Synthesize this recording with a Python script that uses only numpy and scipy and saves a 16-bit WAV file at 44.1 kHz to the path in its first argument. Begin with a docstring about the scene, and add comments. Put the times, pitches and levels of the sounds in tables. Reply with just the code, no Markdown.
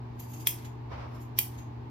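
"""Two scissor cuts through hair

Close up, in a small hard-walled room where a fan hums, hair rustles between steel blades.
Each cut is a short crunch that ends in the ringing clack of the shanks meeting, and the pivot
scrapes softly as the blades part. Between the cuts an arm shifts with a dull rustle of cloth."""
import sys
import numpy as np
from scipy import signal
from scipy.fft import rfft, irfft, next_fast_len
from scipy.io import wavfile
from scipy.ndimage import map_coordinates

SR = 44100
rng = np.random.default_rng(int(sys.argv[2]) if len(sys.argv) > 2 else 0)


def int16_out(signal):
    """Quantize to a 16-bit WAV file."""
    q = np.round(np.clip(np.atleast_2d(signal).T, -1, 1) * 32767)
    wavfile.write(sys.argv[1], SR, q.astype(np.int16))


N = 83790

# cut cues: t/s, base level/dB, gap to the second contact/s, its relative level/dB, crunch rise/s
CUTS = [(0.4709, -18.5, .0018, 4, 0.0055), (1.3881, -17.5, 0.0012, 1, 0.0067)]
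# tone of the shanks' bright crack: f/Hz, level/dB
CRACK_EQ = [(300, -22), (750, -21), (1150, -11), (1550, -13), (2000, -11), (2450, 0), (3200, -1),
            (3850, -12), (4600, -6), (5400, -2), (6800, -5), (8300, 8), (9600, 0), (11000, 2.5), (12600, 2),
            (14100, 8.5), (15600, -6), (16800, -15)]
# tone of hairs being severed: f/Hz, level/dB
CRUNCH_EQ = [(500, -15), (1600, -10), (2330, 5), (2750, -3), (3300, 4), (4400, -4), (5350, 7), (6800, -3),
             (8000, 0), (10000, -9), (12500, -2), (14500, -2), (16000, -15)]

def snips(crunch_db=-16.5, crack_rise_s=.0001, crack_t60_s=.015):
    """The blades crunch through the lock, then the shanks meet in a quick double hit: a dry crack."""
    out = np.zeros((2, N))
    contact = lambda t: (1 - np.exp(-t / crack_rise_s)) * amp(-60 * t / crack_t60_s)
    for start, db, gap, second_db, crunch_rise in CUTS:
        t = clock() - start
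        first_hit = contact(np.maximum(t, 0))
        second_hit = amp(second_db) * contact(np.maximum(t - gap, 0))
        crack = np.hypot(first_hit, second_hit) * rng.choice([-1, 1], (2, N))
        crunch = amp(crunch_db) * np.exp(np.minimum(t / crunch_rise, -t / gap)) * grains()
        out += amp(db) * (coloured(crack, CRACK_EQ) + coloured(crunch, CRUNCH_EQ))
    return out


# modes of the steel: f/Hz, level in cut one/dB, level in cut two/dB, side over mid/dB
STEEL_MODES = [(1130, -18, -18, -5), (2170, -13, -17, -3), (2355, -5, -6, -4), (2680, -17, -18, 10),
               (3020, -10, -14, -3), (3260, -3, -7, -6), (3450, -5, -17, -3), (4450, -14, -16, 0),
               (5230, -20, -10, -3), (5650, -16, -15, -2), (6650, -21, -14, -2), (8280, -9, -11, 0),
               (10720, -14, -12, 0), (11450, -12, -15, 0), (13480, -1, -9, 0), (13950, -3, -5, 0),
               (14130, -9, 0, 0), (14680, 1, -18, 0), (15250, -12, -2, 0)]

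def steel_ring(boost_db=4, rise_s=.0002, t60_s=.016):
    """Each closure strikes all modes together; the fingers damp them quickly. Gives mid and side."""
    out = np.zeros((2, N))
    for cut, (start, db, *_) in enumerate(CUTS):
        age = np.maximum(clock() - start, 0)
        phase = 2 * np.pi * rng.random() + np.array([[0], [np.pi / 2]])  # side in quadrature
        envelope = amp(db + boost_db - 60 * age / t60_s) * (1 - np.exp(-age / rise_s))
        for hz, *cut_db, side_db in STEEL_MODES:
            gain = amp(cut_db[cut]) * amp([[0], [side_db]])
            out += gain * envelope * np.sin(2 * np.pi * hz * age + phase)
    return out


# hair sliding over the blades: peak t/s, level/dB, rise/s, decay/s, rasp f/Hz, relative rasp level/dB
HAIR_STROKES = [(.200, -52, 0.0079, 0.0098, 12800, -1), (.235, -59.5, 0.043, 0.095, 4710, -10),
                (.31, -58.5, 0.017, 0.024, 13200, -5), (.342, -52.5, 0.01, 0.017, 6540, -8),
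                (.368, -54.5, 0.0084, 0.037, 4770, -11.5), (.413, -54, 0.012, 0.019, 4790, -11),
                (1.168, -69.5, 0.065, 0.033, 5310, -2.5), (1.218, -58.5, 0.013, 0.013, 12040, -5.5)]
# tone of the sliding hair: f/Hz, level/dB
HAIR_EQ = [(1500, -11.5), (2800, -5), (4200, -10.5), (5500, -8), (7000, 1), (9500, -8.5), (11200, -5),
           (12400, -3.5), (13500, -9), (14900, -2.5), (16000, -28.5)]

def hair_rustle():
    """Hair slides over the steel ahead of each cut."""
    return friction(HAIR_STROKES, HAIR_EQ)


# pivot scrapes: peak t/s, level/dB, rise/s, decay/s, rasp f/Hz, relative rasp level/dB
PIVOT_STROKES = [(.62, -57, 0.12, 0.019, 7840, -22), (.650, -53, 0.0045, 0.019, 6870, -8),
                 (1.555, -63, 0.089, 0.023, 8060, -17.5), (1.588, -56, 0.0094, 0.017, 6580, -2)]
# tone of the pivot: f/Hz, level/dB
PIVOT_EQ = [(1500, 1.5), (3000, -0.5), (5600, -3), (6700, -3.5), (8000, -1), (9500, -10), (12000, -6),
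            (14200, -7), (16000, -18.5)]

def pivot_scrape():
    """The pivot rubs softly as the blades part."""
    return friction(PIVOT_STROKES, PIVOT_EQ)


def friction(strokes, eq, rasp_q=36, surge_db=3, surges_per_s=80):
    """Each stroke is grainy, surging friction that also stirs one narrow resonance of the blades."""
    out = np.zeros((2, N))
    for peak_s, db, rise, decay, rasp_hz, rasp_db in strokes:
        rasp = lambda hz: unit(1 / (1 + (rasp_q * (hz / rasp_hz - 1)) ** 2))
        tone = lambda hz: np.hypot(unit(amp(along(eq, hz))), amp(rasp_db) * rasp(hz))
        rub = grains() * swell(peak_s, db, rise, decay)
        surges = amp(surge_db * wobble(surges_per_s))  # the blades catch and slip
        out += filtered(rub * surges, tone)
    return out


def grains(slips_per_s=2100, slip_share=.25):
    """Tiny slips over a smooth hiss: two white textures of rms 1."""
    slips = (rng.random(N) < slips_per_s / SR) * rng.standard_normal((2, N))
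    hiss = rng.standard_normal((2, N))
    return np.sqrt(slip_share) * unit(slips) + np.sqrt(1 - slip_share) * hiss


# stereo width of the scissors: f/Hz, side over mid/dB
SCISSORS_WIDTH = [(800, 3), (2300, 3), (3300, -2), (4500, -2), (6500, 1), (7600, 8.5), (8500, 30.5),
                  (9300, 34), (10000, -4), (11800, -6), (13200, -31.5), (14000, -5), (15000, 4.5)]

def scissors(ring_send_db=-7):
    """Cuts, hair and pivot feed the room in full; the ring of the steel stays drier."""
    noises = snips() + hair_rustle() + pivot_scrape()
    ring = steel_ring()
    reverb = room(noises + amp(ring_send_db) * ring)
    return spread(noises + ring + reverb, SCISSORS_WIDTH)


# reverb time of the room: f/Hz, T60/s
ROOM_DECAY = [(300, .3), (3000, .24), (6000, .28), (11000, .23), (15000, .2)]
# reverb return: f/Hz, level over the send/dB
ROOM_EQ = [(500, 0), (1700, -3), (2700, 0), (3500, -3), (6000, -1), (11000, -3), (15000, -1)]

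def room(send, build_s=.0008):
    """The short bright tail that the hard walls give back."""
    hz, t, bands = signal.stft(rng.standard_normal((2, SR // 2)), SR, nperseg=256)
    fade = amp(-60 * t / along(ROOM_DECAY, hz)[:, None]) * (1 - np.exp(-t / build_s))
    band_energy = np.mean(fade ** 2, axis=1, keepdims=True) * SR / 2
    fade *= amp(along(ROOM_EQ, hz))[:, None] / np.sqrt(band_energy)
    tail = signal.istft(bands * fade, SR, nperseg=256)[1]
    return signal.fftconvolve(send, tail, axes=1)[:, :N]


# fader curve of the sleeve: t/s, level/dB
SLEEVE_FADER = [(0.879, -68), (0.919, -42.5), (.955, -43), (1.04, -45.5), (1.109, -52), (1.2, -53.5),
                (1.32, -85)]
# dull tone of cloth: f/Hz, level/dB
CLOTH_EQ = [(150, -6), (300, -5.5), (550, 4.5), (800, 0.5), (1200, 1), (1600, -8.5), (2300, -9),
            (3200, -17), (5500, -21.5), (8000, -42), (15000, -46)]
# tone of the arm's low push: f/Hz, level/dB
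PUSH_EQ = [(30, -27.5), (55, -19), (72, 16), (95, -15.5), (200, -49.5), (600, -86)]
# stereo width of the arm and of the fan's air: f/Hz, side over mid/dB
BACKGROUND_WIDTH = [(60, -16.5), (150, -7), (280, -11), (450, 4), (950, 0.5), (2400, 0), (6000, 1),
                    (12000, 0)]

def arm(rough_db=1):
    """The sleeve rustles and the moving arm gives a low push."""
    level_db = np.interp(clock(), *np.transpose(SLEEVE_FADER), left=-120, right=-120)
    cloth = amp(level_db + rough_db * wobble(40.3)) * noise(CLOTH_EQ)
    push = swell(peak_s=.955, db=-43, rise_s=.045, decay_s=.04) * noise(PUSH_EQ)
    return spread(cloth + push, BACKGROUND_WIDTH)


# steady hum lines: f/Hz, level/dB; the fan's partials, plus a low room resonance at 72 Hz
HUM_PARTIALS = [(72, -63), (119.9, -42.5), (239.8, -54.5), (301, -61.5), (343, -64.5), (431, -65)]
# tone of the rushing air: f/Hz, level/dB
AIR_EQ = [(25, -21.5), (48, -16), (65, 2), (90, 1.5), (140, -1.5), (190, -11), (320, -6.5), (430, -9),
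          (520, -17), (730, -13), (860, -8.5), (1050, -13), (1350, -24.5), (1650, -24.5), (2300, -27.5),
          (3200, -33.5), (4500, -36.5), (6500, -46.5), (10000, -61.5), (14200, -49), (16000, -71.5)]

def fan(waver_db=.7, drift_rad=.05, lean_left_db=.55, air_db=-46):
    """A mains hum that wavers a little, over a bed of rushing air."""
    hum = np.zeros(N)
    for hz, db in HUM_PARTIALS:
        peak = np.sqrt(2) * amp(db + waver_db * wobble(9))
        phase = 2 * np.pi * (hz * clock() + rng.random()) + drift_rad * wobble(24)
        hum += peak * np.sin(phase)
    pan = amp([[lean_left_db], [-lean_left_db]])
    return hum * pan + amp(air_db) * spread(noise(AIR_EQ), BACKGROUND_WIDTH)


def amp(db):
    """Decibels to gain."""
    return 10 ** (np.asarray(db) / 20)


def unit(x):
    """Scaled to rms 1."""
    return x / np.sqrt(np.mean(x ** 2) + 1e-20)


def along(points, hz):
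    """A curve of (f/Hz, value) points, read at hz on a log axis."""
    knots_hz, values = np.transpose(points)
    return np.interp(np.log(hz + 1), np.log(knots_hz + 1), values)


def clock():
    """The time of every sample in seconds."""
    return np.arange(N) / SR


def wobble(knots_per_s):
    """A smooth random modulator."""
    knots = rng.standard_normal(int(N * knots_per_s / SR) + 4)
    return map_coordinates(knots, [clock() * knots_per_s], mode="nearest")


def swell(peak_s, db, rise_s, decay_s):
    """An envelope that swells to its peak and dies away."""
    t = clock() - peak_s
    return amp(db) * np.exp(np.where(t < 0, -(t / rise_s) ** 2, -t / decay_s))


def filtered(x, gain):
    """x through a minimum-phase EQ with the given gain over frequency."""
    size = 2 * next_fast_len(N)
    hz = np.fft.rfftfreq(size, 1 / SR)
    cepstrum = irfft(np.log(np.maximum(gain(hz), 1e-6)), size)
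    cepstrum[1:size // 2] *= 2  # folded onto positive time: no pre-ring
    cepstrum[size // 2 + 1:] = 0
    return irfft(rfft(x, size) * np.exp(rfft(cepstrum)), size)[..., :N]


def coloured(x, eq):
    """White sound shaped by an EQ curve at the same power."""
    return filtered(x, lambda hz: unit(amp(along(eq, hz))))


def noise(eq):
    """Two unrelated coloured noises of rms 1."""
    return unit(coloured(rng.standard_normal((2, N)), eq))


def spread(pair, width):
    """Two signals as mid and side, balanced by frequency; gives left and right."""
    angle = lambda hz: np.arctan(amp(along(width, hz)))
    mid = filtered(pair[0], lambda hz: np.cos(angle(hz)))
    side = filtered(pair[1], lambda hz: np.sin(angle(hz)))
    return np.array([mid + side, mid - side])


def scene():
    """The mix: scissors up front, arm and fan behind."""
    return scissors() + arm() + fan()


def record(dry, cutoff_hz=16250, edge_hz=70):
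    """A steep high cut on the whole mix."""
    size = 2 * next_fast_len(N)
    hz = np.fft.rfftfreq(size, 1 / SR)
    high_cut = 1 / (1 + np.exp((hz - cutoff_hz) / edge_hz))
    return irfft(rfft(dry, size) * high_cut, size)[:, :N]


dry = scene()
out = record(dry)
int16_out(out)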